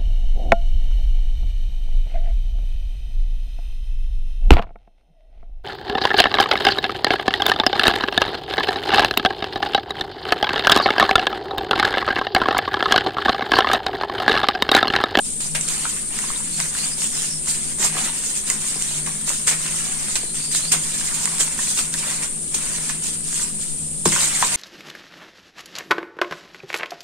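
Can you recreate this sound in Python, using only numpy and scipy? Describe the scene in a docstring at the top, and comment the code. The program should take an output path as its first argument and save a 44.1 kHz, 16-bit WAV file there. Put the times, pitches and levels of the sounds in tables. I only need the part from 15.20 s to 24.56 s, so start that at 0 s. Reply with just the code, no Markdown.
"""Crumbling a sandy block over a basin of water

Two hands crumble sand and cement close to a hissy two-port microphone: clumped random grains make the rub
and shower, decaying sines the chips, bubbles and basin, noise bursts the snaps and splutter.
Handfuls gush, crumbs plop; near the end a big lump thumps the basin. Narrow noise bands make a wavering low
hum, and gliding tones a faint thin hiss that twice climbs in steps.
"""
import sys
import numpy as np
from scipy import signal
from scipy.fft import rfft, irfft, next_fast_len
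from scipy.io import wavfile
from scipy.ndimage import uniform_filter1d

SR = 44100
rng = np.random.default_rng(int(sys.argv[2]) if len(sys.argv) > 2 else 0)


def file_out(sig):
    """Save sig as 16-bit WAV at sys.argv[1]."""
    # one column per channel
    cols = np.atleast_2d(sig).T
    # limit, then scale
    lim = np.clip(cols, -1, 1)
    pcm = np.round(lim * 32767).astype(np.int16)
    wavfile.write(sys.argv[1], SR, pcm)


N = 412776
TIME_S = np.arange(N) / SR

# Background before the ports. Each row: frequency in Hz, level in dB.
AIR_SPECTRUM = [(8, -4.5), (40, -17), (110, -28), (250, -24), (450, -27.5), (800, -39.5), (1500, -45.5),
                (3500, -41), (6500, -43.5), (8000, -33), (8900, -25.5), (10000, -22.5), (11500, -42),
                (15000, -40)]
# Left-right likeness of the air noise. Each row: frequency in Hz, correlation 0-1.
AIR_LIKENESS = [(20, 0.02), (150, 0.33), (400, 0.62), (1500, 0), (4000, 0), (9000, 0), (15000, 0)]
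# Close tones that beat. Each row: frequency in Hz, bandwidth in Hz, relative level in dB.
HUM_TONES = [(163.7, 12.4, -3), (154.3, 12.8, -2.5)]
# Swell of the hum. Each row: time in seconds, level in dB.
HUM_SWELL = [(0.05, -52), (.3, -42), (0.42, -35), (0.5, -44.5), (0.98, -47), (1.28, -45.5), (1.43, -35.5),
             (1.55, -46.5), (2.0, -44), (2.2, -40.5), (2.5, -42), (2.78, -39), (2.9, -47.5), (3.7, -45),
             (3.82, -38), (4.2, -48), (4.35, -38.5), (4.85, -47), (5.35, -43), (5.47, -34.5), (5.8, -44.5),
             (6.1, -41.5), (6.5, -46.5), (6.65, -41), (7.15, -44), (7.6, -41), (8.2, -43), (8.5, -36.5),
             (8.82, -41), (9.2, -42.5)]
# Weaker tones around the hum, and a thin whine. Each row: frequency in Hz, bandwidth in Hz, level in dB.
DRONES = [(84, 4.2, -56.5), (213.8, 22.7, -47), (248.3, 14.6, -52.5), (289.3, 32, -57), (371, 8.6, -55),
          (8960, 86, -49)]
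# Steps of the thin hiss. Each row: start in seconds, length in seconds, start Hz, end Hz, level in dB.
WHISTLES = [(1.292, .11, 4100, 4650, -36.5), (1.545, 0.14, 4120, 4760, -32),
            (1.668, 0.13, 4880, 5080, -36.5), (1.89, 0.18, 5100, 5400, -36), (2.044, 0.18, 5630, 5270, -35),
            (5.006, 0.175, 4040, 4240, -42), (5.131, 0.27, 4500, 4890, -37.5),
            (5.401, 0.097, 4050, 4420, -33), (5.45, 0.091, 4460, 5000, -35)]
# Block or lump against the basin; light, hard knocks favour the higher modes.
# Each row: time in seconds, level in dB, mode tilt in dB per octave.
BUMPS = [(2.597, -15.5, -1), (2.644, -21, -6), (2.752, -23, 10), (3.559, -22, 7), (4.277, -28, 2.5),
         (5.034, -19.5, 6), (7.346, -21, 5), (8.8572, 1.5, 3.5), (8.869, -11, -11), (8.926, -15, -8)]
# Water-loaded basin modes. Each row: frequency in Hz, level in dB, t60 in seconds.
BASIN_MODES = [(129, -29, 0.084), (155.8, -21, 0.24), (195, -18.5, 0.19), (252, -22.5, 0.11),
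               (287, -23.5, .11), (350, -13, 0.091), (420, -7, 0.028), (478, -26.5, 0.14), (584, -40, 0.21),
               (695, -11.5, 0.0087)]
# Crumbs that trap air in the water.
# Each row: time in seconds, level in dB, bubble Hz, bubble t60 in seconds, slap in dB re the bubble.
PLOPS = [(0.6495, -24, 1200, .004, -6), (0.6537, -14.5, 1430, 0.0071, 2.5), (0.9894, -20, 1970, 0.006, -1),
         (1.1026, -21, 1200, 0.0077, 0), (1.04, -26, 1050, .007, -4), (1.16, -23, 3700, .005, -4),
         (1.204, -30.5, 1000, 0.006, -6), (1.3954, -26, 3000, .003, 3), (1.4022, -16.5, 1900, 0.0041, -4),
         (1.5508, -21.5, 1650, 0.0044, -2), (1.8204, -23, 2800, 0.0044, 0), (2.281, -26, 2100, 0.0055, 5),
         (2.623, -33, 1000, 0.0091, -6), (2.643, -24, 740, 0.01, -8), (2.649, -23, 1070, 0.012, 0),
         (2.768, -20.5, 1110, 0.0081, -8), (2.785, -29, 730, 0.0081, -6), (3.3032, -16.5, 2010, 0.007, -7),
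         (3.4427, -24, 2200, 0.0036, 0), (3.8636, -27, 2000, .005, -3), (3.873, -21, 1070, 0.0058, -4),
         (4.274, -23, 1320, 0.01, -4), (4.2797, -17, 2880, .004, -5), (5.2472, -29, 2500, .004, -2),
         (5.4515, -23, 2600, .004, -2), (5.8112, -24, 1700, .006, -7), (6.057, -20, 1910, 0.004, 0),
         (6.075, -21, 2100, .005, 1), (6.077, -28, 1040, .01, -4), (6.2787, -23, 2570, .004, 3),
         (6.391, -22, 1780, 0.01, -9), (6.391, -26, 1070, 0.0088, -6), (6.4317, -30, 1900, 0.0044, -5),
         (6.473, -22, 2400, 0.0055, 0), (6.743, -25.5, 1710, 0.013, -8), (6.833, -28, 2300, 0.0047, -2),
         (7.6953, -24, 1940, 0.0047, -3), (7.6986, -22, 1500, 0.004, -2), (8.1285, -28, 1900, 0.0034, 5),
         (8.196, -22, 1900, 0.0046, -1), (8.857, -16, 1500, 0.0038, 1), (8.8578, -9, 1030, .006, -4),
         (8.9226, -15, 2300, 0.003, 0), (8.9269, -14, 2100, 0.0037, -2), (8.9617, -12, 1500, 0.0043, -5),
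         (8.9635, -13.5, 1230, 0.0046, -1), (9.0078, -21, 1900, 0.0046, 0), (9.2252, -10, 1880, 0.0048, -1),
         (9.2262, -8, 990, 0.012, -4)]
# Steel wall after a plop, nominal. Each row: frequency in Hz, level in dB re the plop, t60 in seconds.
RIM_MODES = [(1000, -24, 0.11), (1070, -26, 0.087), (1650, -21, 0.079), (2450, -23, .04)]
# Cracking coarse grains. Each row: time in seconds, relative level in dB.
SNAPS = [(0.356, -18), (0.4107, -9.5), (0.4866, -10), (0.5383, -21), (0.5795, -16), (0.9886, -12.5),
         (1.4015, -5), (2.2594, -16), (2.6273, -7), (3.3003, -4), (3.3012, -2), (3.6232, -9), (4.093, -6),
         (4.272, -5), (4.2795, -6), (4.464, -12), (4.955, -5.5), (4.964, -16), (5.3154, -12), (5.349, -6),
         (5.5212, -9), (6.056, -4), (6.1828, -10), (6.575, -8), (6.7396, -6.5), (7.0244, -20), (7.346, -11),
         (7.6932, -10), (7.8683, -13), (8.854, -6), (8.9197, -8), (9.0332, -13), (9.223, -11)]
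# Handfuls giving way.
# Each row: time of the top in seconds, relative level in dB, rise in seconds, wet part in dB re the dry.
GUSHES = [(0.206, -22, 0.0037, -15), (.245, -36, 0.0063, -10), (0.353, -23, 0.0046, 3.5),
          (0.485, -26, 0.0079, -7), (1.405, -31, 0.0037, 2), (2.303, -26, 0.049, -9),
          (2.63, -23.5, 0.033, -2.5), (2.652, -23.5, 0.036, -5), (2.79, -30, .008, -8),
          (3.3, -30.5, 0.041, -2), (3.866, -28, 0.0058, -0.5), (4.097, -20.5, 0.023, -9.5),
          (4.278, -16.5, 0.0087, -4), (4.294, -24, .008, -0.5), (4.316, -26, 0.0073, 3.5),
          (4.957, -18.5, 0.0013, -7.5), (5.358, -20, 0.036, -13.5), (5.522, -18, 0.0039, -5),
          (5.537, -23, 0.017, 3), (6.209, -20.5, 0.017, -2.5), (6.593, -19.5, 0.02, -10),
          (6.742, -27.5, 0.017, -7), (7.032, -26.5, 0.014, -1), (7.345, -23.5, 0.0038, -7),
          (7.698, -34, 0.0073, 6), (8.858, -18, 0.0023, -4), (8.877, -22.5, .008, -15),
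          (8.925, -27, .006, -10), (9.029, -22.5, 0.094, -3), (9.226, -30, 0.034, 3)]
# Fingers squeezing the block.
# Each row: start in seconds, length in seconds, rub in the hand in relative dB, shower in relative dB.
SQUEEZES = [(0.035, 0.026, -30.5, -51), (0.174, 0.089, -31.5, -59), (0.383, 0.39, -27.5, -35),
            (0.883, 0.25, -29.5, -34.5), (1.205, 0.16, -32, -43), (1.354, 0.065, -25, -33),
            (1.513, 0.16, -27.5, -35.5), (1.764, 0.086, -24.5, -42), (1.897, 0.14, -26, -36),
            (2.273, 0.23, -29.5, -40), (2.61, 0.14, -45, -32.5), (2.719, 0.13, -25.5, -29),
            (2.9, 0.28, -27, -40.5), (3.277, 0.07, -32, -34.5), (3.378, 0.18, -27.5, -37.5),
            (3.563, 0.21, -27.5, -37.5), (3.84, 0.22, -32, -39.5), (4.075, 0.12, -29, -40.5),
            (4.262, 0.73, -26.5, -32), (5.123, 0.08, -27.5, -41), (5.38, 0.081, -30.5, -41.5),
            (5.537, 0.28, -28, -36), (5.74, 0.59, -25.5, -33), (6.344, 0.17, -24, -38),
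            (6.546, 0.092, -35, -37.5), (6.742, 0.13, -28.5, -32.5), (6.859, 0.061, -25, -32),
            (7.298, 0.4, -29, -33.5), (7.809, 0.082, -26.5, -40.5), (8.018, 0.11, -29.5, -46),
            (8.114, 0.099, -26.5, -39), (8.378, 0.041, -30, -45), (8.614, 0.018, -69, -118),
            (8.86, 0.13, -24, -30), (9.057, 0.45, -23, -28)]
# Colour of grit on water. Each row: frequency in Hz, gain in dB.
SHOWER_SPECTRUM = [(100, -9.5), (350, -1), (720, -3), (1100, -2.5), (2200, 5), (4000, -2.5), (7000, -9.5),
                   (10000, -7.5), (15000, -6.5)]
# Colour of dry grit and snaps. Each row: frequency in Hz, gain in dB.
RUB_SPECTRUM = [(100, -29), (900, -22.5), (2500, -4), (4500, -2), (7000, -2.5), (9000, -2.5), (11000, -1.5),
                (15000, -6)]
# Treble resonance of each port. Each row: frequency in Hz, gain in dB.
LEFT_PORT = [(60, -1), (160, 2.5), (400, -2), (1000, 2), (2500, -1.5), (5500, 2), (6800, 4.5), (8000, 12.5),
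             (8800, 14), (9500, 6), (10200, -1), (11200, -7), (15000, -8.5)]
RIGHT_PORT = [(60, -5.5), (160, -3), (400, -6), (1000, 0.2), (2500, -1), (5500, 3.5), (6500, 10),
              (7300, 15), (8200, 10), (8900, 8.5), (10000, -4), (11200, -7), (15000, -10)]

PUSH_DB, PUSH_S = -25, 0.0016  # a blow also shoves the water: one low push
SLOSH_DB, SLOSH_RISE_S, SLOSH_FALL_S = -25, 0.0087, 0.045  # the shoved water churns
SLOSH_LOW_HZ, SLOSH_HIGH_HZ = 120, 340
RIM_SPREAD = 0.08  # share by which the wall's pitch varies with the place of the blow and the water
GUSH_FALL_S, FALL_PER_RISE = 0.017, 0.6  # a handful that breaks slowly also runs out slowly
GRIP_S, GRIP_SHARE = 0.014, 0.18  # the grip builds more slowly in a long squeeze
SAG_DB_PER_S = 7.5  # then eases as the sand gives way
RUB_RELEASE_S = 0.076  # rubbing dies when the fingers open
FALL_S, TRICKLE_S = 0.0011, 0.13  # sand reaches the water later and trickles on
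IDLE_RUB_DB, IDLE_SHOWER_DB = -40.5, -71.5  # grit shed even between squeezes
WALL_DB = -4.5  # echoes off the basin wall and the ground
HAND_SWAY_HZ = 0.8926  # moving hands change the echo paths
EDGE_HZ = 15350


def gain_of(db):
    """Decibels to amplitude."""
    return 10 ** (np.asarray(db) / 20)


def evened(x):
    """Scales to rms 1."""
    return x / np.sqrt(np.mean(abs(x) ** 2) + 1e-20)


def read(points, hz):
    """Interpolates a spectrum table on a log-frequency axis."""
    f, value = np.transpose(points)
    return np.interp(np.log(hz + 1), np.log(f + 1), value)


def follow(rows):
    """Turns a curve of (s, dB) into a gain for every sample."""
    time_s, db = np.transpose(rows)
    return gain_of(np.interp(TIME_S, time_s, db))


def add(mix, start_s, sound):
    """Mixes a sound in at start_s."""
    part = mix[max(round(start_s * SR), 0):][:len(sound)]
    part += sound[:len(part)]


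def decay(t, t60):
    """Exponential ringing loss: 60 dB in t60."""
    return np.exp(-np.log(1000) * t / t60)


def colour(x, points, size=4096):
    """Minimum-phase filter with the given spectrum: clicks keep their sharp front."""
    hz = abs(np.fft.fftfreq(size, 1 / SR))
    log_gain = np.log(gain_of(read(points, hz)))
    response = np.exp(np.conj(signal.hilbert(log_gain)))
    taps = np.fft.ifft(response).real[:size // 2]
    return signal.oaconvolve(np.atleast_2d(x), taps[None], axes=1)[:, :N]


def narrow(hz, width_hz):
    """Complex noise in one narrow band: a slowly drifting phasor that turns at hz."""
    knots_s = np.arange(-1, 11, 1 / 500)
    offset_hz = np.fft.fftfreq(len(knots_s), knots_s[1] - knots_s[0])
    shape = 1 / (1 + (2 * offset_hz / width_hz) ** 4)
    noise = [1, 1j] @ rng.standard_normal((2, len(knots_s)))
    drift = evened(np.fft.ifft(shape * np.fft.fft(noise)))
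    drift = np.interp(TIME_S, knots_s, drift)
    return drift * np.exp(2j * np.pi * hz * TIME_S) if hz else drift


def modes(table, t, tilt_db=0):
    """Free ringing of a struck object; neighbouring modes swing in opposite senses."""
    middle_hz = np.median(np.transpose(table)[0])
    ringing = np.zeros(len(t))
    for k, (hz, db, t60_s) in enumerate(table):
        level = gain_of(db + tilt_db * np.log2(hz / middle_hz))
        ringing += (-1) ** k * level * decay(t, t60_s) * np.sin(2 * np.pi * hz * t)
    return ringing


def air():
    """Steady outdoor rumble and hiss: shaped noise partly shared by the ports."""
    size = next_fast_len(N)
    hz = np.fft.rfftfreq(size, 1 / SR)
    left, other = rfft(rng.standard_normal((2, size)))
    same = np.clip(read(AIR_LIKENESS, hz), -1, 1)
    right = same * left + np.sqrt(1 - same ** 2) * other
    return irfft(np.array([left, right]) * gain_of(read(AIR_SPECTRUM, hz)), size)[:, :N]


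def hum():
    """Two close narrow tones beat and swell, among weaker drifting tones and rumble."""
    main = evened(sum(gain_of(db) * narrow(hz, width_hz) for hz, width_hz, db in HUM_TONES))
    main = evened((main / (abs(main) + 1.2)).real)  # limits the swing of the beats
    drones = sum(gain_of(db) * evened(narrow(hz, width_hz).real) for hz, width_hz, db in DRONES)
    rumble = narrow(255, 120).real * gain_of(3.5 * narrow(0, 12).real)
    return gain_of(0.03) * main * follow(HUM_SWELL) + drones + gain_of(-53) * evened(rumble)


def whistles():
    """Faint gliding tones, blurred by lowpassed noise, break up as they swell and fade."""
    out = np.zeros((2, N))
    fuzz = signal.butter(1, 110, fs=SR)
    for start_s, length_s, start_hz, end_hz, db in WHISTLES:
        size = int(length_s * SR)
        hz = np.linspace(start_hz, end_hz, size)
        tone = np.cos(2 * np.pi * np.cumsum(hz) / SR)
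        for port in out:
            waver = signal.lfilter(*fuzz, rng.standard_normal(SR))[:size]
            add(port, start_s, gain_of(db) * evened(tone * waver) * signal.windows.hann(size))
    return out * evened(gain_of(2 * narrow(0, 220).real))


def bumps():
    """Blows ring the water-loaded basin's low modes, push the water and make it churn."""
    out, t = np.zeros(N), np.arange(SR // 2) / SR
    push = gain_of(PUSH_DB) * np.sin(t / PUSH_S) * np.exp(-t / (4 * PUSH_S))
    band = signal.butter(2, [SLOSH_LOW_HZ, SLOSH_HIGH_HZ], "bandpass", fs=SR)
    churn = gain_of(SLOSH_DB) * (1 - np.exp(-t / SLOSH_RISE_S)) * np.exp(-t / SLOSH_FALL_S)
    for start_s, db, tilt_db in BUMPS:
        slosh = churn * evened(signal.lfilter(*band, rng.standard_normal(len(t))))
        add(out, start_s, gain_of(db) * (modes(BASIN_MODES, t, tilt_db) + push + slosh))
    return out


def bubble(hz, t60_s, glide, onset_s):
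    """Trapped air rings a few cycles, rising in pitch, and is choked off at the surface."""
    t = np.arange(int(t60_s * SR * 2)) / SR
    tone = np.sin(2 * np.pi * hz * t * (1 + glide * t / t60_s))
    choke = np.exp(-np.log(1000) * (t / t60_s) ** 2)
    return tone * choke * (1 - np.exp(-t / onset_s))


def plops():
    """Each crumb slaps the surface, splutters, rings one bubble and stirs the steel wall."""
    out, t = np.zeros(N), np.arange(SR // 10) / SR
    band = signal.butter(2, [750, 3600], "bandpass", fs=SR)
    click = signal.lfilter(*band, (t == 0).astype(float))
    click /= abs(click).max()
    for start_s, db, hz, t60_s, slap_db in PLOPS:
        splutter = evened(signal.lfilter(*band, rng.standard_normal(len(t)))) * np.exp(-t / 0.0012)
        slap = gain_of(slap_db) * (click + gain_of(-12.5) * splutter)
        # stretched time shifts both pitch and decay
        rim = modes(RIM_MODES, t * (1 + RIM_SPREAD * rng.uniform(-1.05, 1)))
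        add(out, start_s, gain_of(db) * (slap + rim))
        add(out, start_s, gain_of(db) * bubble(hz, t60_s, glide=0.033, onset_s=0.00024))
    return np.array([np.roll(out, 2), out])  # left port 2 samples late


def snaps():
    """A coarse grain cracks: a clipped noise burst of a few milliseconds."""
    out, t = np.zeros(N), np.arange(SR // 50) / SR
    for start_s, db in SNAPS:
        crack = np.tanh(rng.standard_normal(len(t)) * 2) * np.exp(-(t / 0.0014) ** 2)
        add(out, start_s, gain_of(db - 3) * crack)
    return colour([np.roll(out, 2), out], RUB_SPECTRUM)


def impacts(per_s, spread_db):
    """Places and signed sizes of random impacts, most small and a few large, plus a spare draw."""
    own = np.random.default_rng(rng.integers(2 ** 31))
    place, size, sign, spare = own.random((int(per_s * N / SR), 4)).T
    at = (place * (N - 16)).astype(int) + 8
    strength = np.sign(sign - 0.5) * gain_of(-spread_db * np.log(size + 0.01))
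    return at, strength, spare


def grit(per_s, spread_db, clump_db, lags=8):
    """Grains land all over in clumps, each reaching the left port with its own lag."""
    at, strength, side = impacts(per_s, spread_db)
    lag = (side * lags).astype(int) - 1
    out = np.array([np.bincount(at + lag, strength, N), np.bincount(at, strength, N)])
    return evened(out * gain_of(clump_db * evened(narrow(0, 44).real)))


def pings(per_s, spread_db, cycles, low_hz, high_hz, size=600):
    """Tiny bubbles or chips, each ringing a few cycles at its own pitch and place."""
    at, strength, small = impacts(per_s, spread_db)
    hz = low_hz * (high_hz / low_hz) ** small
    turns = hz[:, None] * np.arange(size) / SR
    rings = strength[:, None] * np.sin(2 * np.pi * turns) * decay(turns, cycles)
    right = at[:, None] + np.arange(size)
    left = right + at[:, None] % 15 - 5  # own lag per ping
    return evened(np.array([np.bincount(port.ravel(), rings.ravel(), N)[:N] for port in (left, right)]))


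def mottle(x, patchy_db, size=256, count=7):
    """Uneven colour: patches about 500 Hz wide and 20 ms long stand out or drop back."""
    z = signal.stft(x, nperseg=size)[2]
    patches = uniform_filter1d(rng.standard_normal(z.shape[1:]), count, axis=1)
    patches = uniform_filter1d(patches, count // 2, axis=0)
    gain = evened(gain_of(patchy_db * evened(patches)))
    return signal.istft(z * gain, nperseg=size)[1][:, :N]


def gush_envelopes():
    """Each gush swells and dies away; returns the strengths of its dry and wet parts."""
    dry, wet = np.zeros((2, N))
    t = np.arange(-SR // 8, SR // 4) / SR
    for top_s, db, rise_s, wet_db in GUSHES:
        fall_s = GUSH_FALL_S + FALL_PER_RISE * rise_s
        shape = np.exp(-np.where(t < 0, (t / rise_s) ** 2, t / fall_s))
        power = (gain_of(db) * shape) ** 2
        add(dry, top_s + t[0], power)
        add(wet, top_s + t[0], power * gain_of(wet_db) ** 2)
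    return np.sqrt(dry), np.sqrt(wet)


def squeeze_envelope(t, length_s, release_s):
    """Rounded attack, a steadily sagging hold, and release."""
    attack = np.tanh(t / (GRIP_S + GRIP_SHARE * length_s))
    return attack * gain_of(-SAG_DB_PER_S * t) * np.exp(-np.maximum(t - length_s, 0) / release_s)


def squeezes():
    """Each squeeze rubs grit and lets a shower fall; powers add, returns both strengths."""
    rub, shower = np.zeros((2, N))
    t = np.arange(2 * SR) / SR
    for start_s, length_s, rub_db, shower_db in SQUEEZES:
        add(rub, start_s, (gain_of(rub_db) * squeeze_envelope(t, length_s, RUB_RELEASE_S)) ** 2)
        trickle = gain_of(shower_db) * squeeze_envelope(t, length_s, TRICKLE_S)
        add(shower, start_s + FALL_S, trickle ** 2)
    return np.sqrt(rub + gain_of(IDLE_RUB_DB) ** 2), np.sqrt(shower + gain_of(IDLE_SHOWER_DB) ** 2)


def sand():
    """Dry grit rubs, chips and ticks in the hand, then patters and fizzes on water among crumbs and clods."""
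    dry, wet = gush_envelopes()
    rub, shower = squeezes()
    falling = np.hypot(gain_of(3) * shower, gain_of(1.5) * wet)

    chips = pings(per_s=390, spread_db=-0.5, cycles=18, low_hz=2300, high_hz=11100)
    rubbing = rub * (grit(per_s=8000, spread_db=1.0, clump_db=1.7) + gain_of(-13.5) * chips)
    breaking = gain_of(2.5) * dry * grit(per_s=9000, spread_db=2.0, clump_db=2.6)
    fine = grit(per_s=4000, spread_db=0.6, clump_db=0.85)
    coarse = grit(per_s=140, spread_db=-0.5, clump_db=2.5)
    patter = falling * colour(fine + gain_of(-9) * coarse, SHOWER_SPECTRUM)
    grains = mottle(colour(rubbing + breaking, RUB_SPECTRUM) + patter, patchy_db=2.5)

    fizz = pings(per_s=400, spread_db=-1.0, cycles=4.4, low_hz=1825, high_hz=6050)
    crumbs = pings(per_s=140, spread_db=-0.5, cycles=16, low_hz=907, high_hz=2590)
    clods = pings(per_s=260, spread_db=0.0, cycles=5.5, low_hz=480, high_hz=1200)
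    pieces = pings(per_s=110, spread_db=0.0, cycles=3.5, low_hz=1200, high_hz=4500)
    ticks = pings(per_s=45, spread_db=1.0, cycles=1.8, low_hz=1500, high_hz=5500)
    in_hand = gain_of(-13.5) * dry * pieces + gain_of(-20) * rub * ticks
    on_water = gain_of(-15) * shower * fizz + gain_of(-18) * falling * crumbs + gain_of(-21) * wet * clods
    return grains + in_hand + on_water


def reflections(x, t60_s, count=160):
    """Basin wall and ground scatter a short tail of sparse echoes, different at each port."""
    t = np.arange(SR // 8) / SR
    taps = np.zeros((2, len(t)))
    for port in taps:
        port[rng.integers(SR // 700, len(t), count)] = rng.choice([-1, 1], count)
    taps *= decay(t, t60_s)
    taps /= np.linalg.norm(taps, axis=1, keepdims=True)
    return signal.oaconvolve(x, taps, axes=1)[:, :N]


def scene():
    """The work at the basin, with echoes that shift as the hands move, over the background."""
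    work = sand() + snaps() + plops()
    sway = 2 * np.pi * HAND_SWAY_HZ * TIME_S
    # four echo patterns fade in and out at multiples of the sway
    echoes = sum(reflections(work * np.cos(k * (sway + 1)), t60_s=0.13) for k in range(1, 5)) / np.sqrt(2)
    return air() + hum() + whistles() + bumps() + work + gain_of(WALL_DB) * echoes


def record(dry):
    """Two resonant microphone ports, a soft ceiling on the sharpest peaks, then the band limit."""
    heard = np.vstack([colour(dry[0], LEFT_PORT), colour(dry[1], RIGHT_PORT)])
    heard = heard / (1 + (heard / 0.85) ** 6) ** (1 / 6)
    edge = signal.firwin(511, EDGE_HZ, window=("kaiser", 9), fs=SR)
    return signal.oaconvolve(heard, edge[None], "same", axes=1)


dry = scene()
out = record(dry)
file_out(out)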